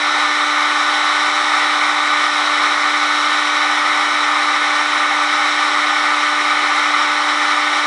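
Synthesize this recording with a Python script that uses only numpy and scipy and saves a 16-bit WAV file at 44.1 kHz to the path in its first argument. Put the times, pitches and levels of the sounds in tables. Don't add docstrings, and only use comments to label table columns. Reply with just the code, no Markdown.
import sys
import numpy as np
from scipy import signal
from scipy.fft import rfft, irfft, next_fast_len
from scipy.io import wavfile
from scipy.ndimage import uniform_filter1d, map_coordinates

SR = 44100
rng = np.random.default_rng(int(sys.argv[2]) if len(sys.argv) > 2 else 0)


def attenuation_scalar(level_db):
    decades = np.asarray(level_db, float) / 20
    return 10 ** decades


def int16_out(signal):
    q = np.round(np.clip(np.atleast_2d(signal).T, -1, 1) * 32767)
    wavfile.write(sys.argv[1], SR, q.astype(np.int16))


N = 346626

# centre in Hz, width in Hz, relative level in dB.
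BARREL_RESONANCES = [(380, 14.6, -16), (530, 93, -28.5), (620, 56, -26), (694, 46, -15.5), (765, 44, -6.5),
                     (806.5, 18, -2.5), (863, 126, -5), (1041, 150, -6.5), (1249, 235, 1.5),
                     (1443, 100, -8), (1501, 12, -5.5), (1817, 170, -5), (2040, 313, -4.5),
                     (2256, 178, -5.5), (2470, 190, -13.5)]
# centre in Hz, width in Hz, relative level in dB.
NOZZLE_RESONANCES = [(3007, 110, -3), (3213, 255, -4), (3440, 110, -3.5), (3570, 85, -7.5),
                     (3782, 227, 0.5), (3976, 250, -2), (4200, 230, -8.5), (5050, 200, -21.5),
                     (5370, 340, -7.5), (5665, 370, -10.5), (6420, 560, -24.5), (7640, 370, -24),
                     (9150, 250, -23)]
# frequency in Hz, relative level in dB per Hz.
BODY_TURBULENCE = [(20, -50), (40, -58), (100, -58), (200, -37), (270, -25.5), (450, -21), (1000, -17.5),
                   (1600, -13), (2700, -21), (4000, -58)]
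# frequency in Hz, relative level in dB per Hz.
HISS_TURBULENCE = [(1500, -57.5), (2700, -8), (4600, -11), (6200, -16.5), (8000, -20.5), (10300, -24),
                   (12000, -21)]
# time in seconds, how far it is turned away from 0 to 1.
GUN_AIM = [(0, .15), (.8, 0), (2.6, .05), (3.4, .3), (4.2, .55), (5.2, .45), (6, .65), (6.8, .9), (7.86, 1)]
# frequency in Hz, change in dB.
AIR_WHEN_TURNED = [(300, 0.52), (1200, -0.48), (2100, 1.06), (3000, .8), (3900, -1.5), (5500, 0.36),
                   (8000, -0.13)]
# time in seconds, turns a second in Hz.
SHAFT_SPEED = [(0, 297.3), (.25, 297.25), (.75, 297.9), (1.6, 298.0), (2.2, 297.9), (2.4, 297.4),
               (3.0, 296.8), (3.4, 297.7), (4.1, 297.7), (4.6, 297.55), (5.6, 297.95), (6.55, 297.65),
               (7.05, 296.95), (7.6, 297.7), (7.86, 297.7)]
# multiple of the shaft speed, rms level in dB.
SHAFT_TONES = [(1, -34.9), (2, -37.3), (3, -39.3), (4, -29.5), (5, -27.6), (6, -34.0), (7, -41.5),
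               (10, -41.7), (11, -52.5), (12, -36.2), (13, -34.8), (14, -53.6), (15, -54.0), (16, -56.7),
               (17, -60.8), (20, -49.2), (21, -52.7), (22, -63.6), (23, -61.1), (24, -60.6), (25, -59.0),
               (26, -51.4), (27, -64.2), (28, -68.6), (29, -61.4), (30, -55.4), (31, -62.1), (32, -61.3),
               (33, -70.4), (34, -62.4)]
# multiple of the shaft speed, offset in Hz, rms level in dB.
MAINS_TONES = [(5, 120, -40.5), (12, 120, -51), (20, 120, -56.5)]
# frequency in Hz, change in dB.
TONES_WHEN_TURNED = [(300, .9), (600, -.4), (1500, -1), (3000, 3), (3600, -2.6), (6000, -3.5), (7700, -5),
                     (9000, -2)]
# start in seconds, level in dB before the soft onset and the decay, pitch in Hz.
BENCH_BUMPS = [(1.64, -58, 65), (2.2, -52, 55), (7.6, -54, 110)]


def air():
    eddies = wobble(30)
    body_db = -17 + 0.5 * eddies + 0.3 * wobble(3)
    body = attenuation_scalar(body_db) * rush(BARREL_RESONANCES, BODY_TURBULENCE, skirt=4.85, patchy_db=0.34)
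    hiss_db = -24.5 + 0.4 * eddies + 0.44 * wobble(3.13)
    hiss = attenuation_scalar(hiss_db) * rush(NOZZLE_RESONANCES, HISS_TURBULENCE, skirt=4.8, patchy_db=0.74)
    straight = body + hiss
    turned = filtered(straight, lambda hz: attenuation_scalar(along(AIR_WHEN_TURNED, hz)))
    away, = curves(GUN_AIM)
    return (1 - away) * straight + away * turned


def rush(resonances, turbulence, skirt, patchy_db):
    cells = signal.stft(rng.standard_normal(N), nperseg=512)[2]
    patches = uniform_filter1d(rng.standard_normal(cells.shape), size=8, axis=0)
    patches = uniform_filter1d(patches, size=6, axis=1)
    patchy_cells = cells * attenuation_scalar(patchy_db * unit(patches))
    noise = signal.istft(patchy_cells, nperseg=512)[1][:N]

    def colour(hz):
        power = attenuation_scalar(2 * along(turbulence, hz))
        for centre_hz, width_hz, db in resonances:
            distance = np.abs(2 * (hz - centre_hz) / width_hz)
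            power = power + attenuation_scalar(2 * db) / (1 + distance ** skirt)
        return np.sqrt(power)

    return unit(filtered(noise, colour))


def motor():
    speed_hz, = curves(SHAFT_SPEED)
    away, = curves(GUN_AIM)
    hunting_hz = 0.054 * wobble(12)
    shaft_angle = 2 * np.pi * np.cumsum(speed_hz + hunting_hz) / SR
    t = np.arange(N) / SR
    tones = [(k, 0, db) for k, db in SHAFT_TONES] + list(MAINS_TONES)
    hum = np.zeros(N)
    for k, offset_hz, db in tones:
        waver_db = (0.45 + 0.035 * k) * (0.7 * wobble(2) + wobble(9))
        beam_db = (away - 0.45) * along(TONES_WHEN_TURNED, k * speed_hz[0])
        lag = 1.35 * k * k
        phase = k * shaft_angle + lag + 2 * np.pi * offset_hz * t
        hum += np.sqrt(2) * attenuation_scalar(db + waver_db + beam_db) * np.sin(phase)
    return hum


def bumps():
    attack_s, t60_s = 0.006, 0.12
    thuds = np.zeros(N)
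    for start_s, db, pitch_hz in BENCH_BUMPS:
        t = np.clip(np.arange(N) / SR - start_s, 0, None)
        onset = 1 - np.exp(-t / attack_s)
        decay = attenuation_scalar(db - 60 * t / t60_s)
        thuds += decay * onset * np.sin(2 * np.pi * pitch_hz * t)
    return thuds


def unit(x):
    return x / np.sqrt(np.mean(x ** 2))


def curves(rows):
    s, *columns = np.transpose(rows)
    return [np.interp(np.arange(N) / SR, s, column) for column in columns]


def wobble(rate):
    points = rng.standard_normal(int(N * rate / SR) + 4)
    return map_coordinates(points, [np.arange(N) * rate / SR])


def along(points, hz):
    f, v = np.transpose(points)
    return np.interp(np.log(hz + 1), np.log(f), v)


def filtered(x, response):
    size = next_fast_len(N + SR // 2)
    hz = np.fft.rfftfreq(size, 1 / SR)
    return irfft(rfft(x, size) * response(hz), size)[..., :N]


def scene():
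    mix = air() + motor() + bumps()
    return mix[None]


def low_pass(x):
    return signal.sosfilt(signal.butter(12, 10450, fs=SR, output="sos"), x)


def record(dry):
    top_hz, slope_hz = 10336, 18

    def band_limit(hz):
        return 1 / (1 + np.exp(np.clip((hz - top_hz) / slope_hz, -50, 50)))

    mix = filtered(dry, band_limit)
    return low_pass(mix)


dry = scene()
out = record(dry)
int16_out(out)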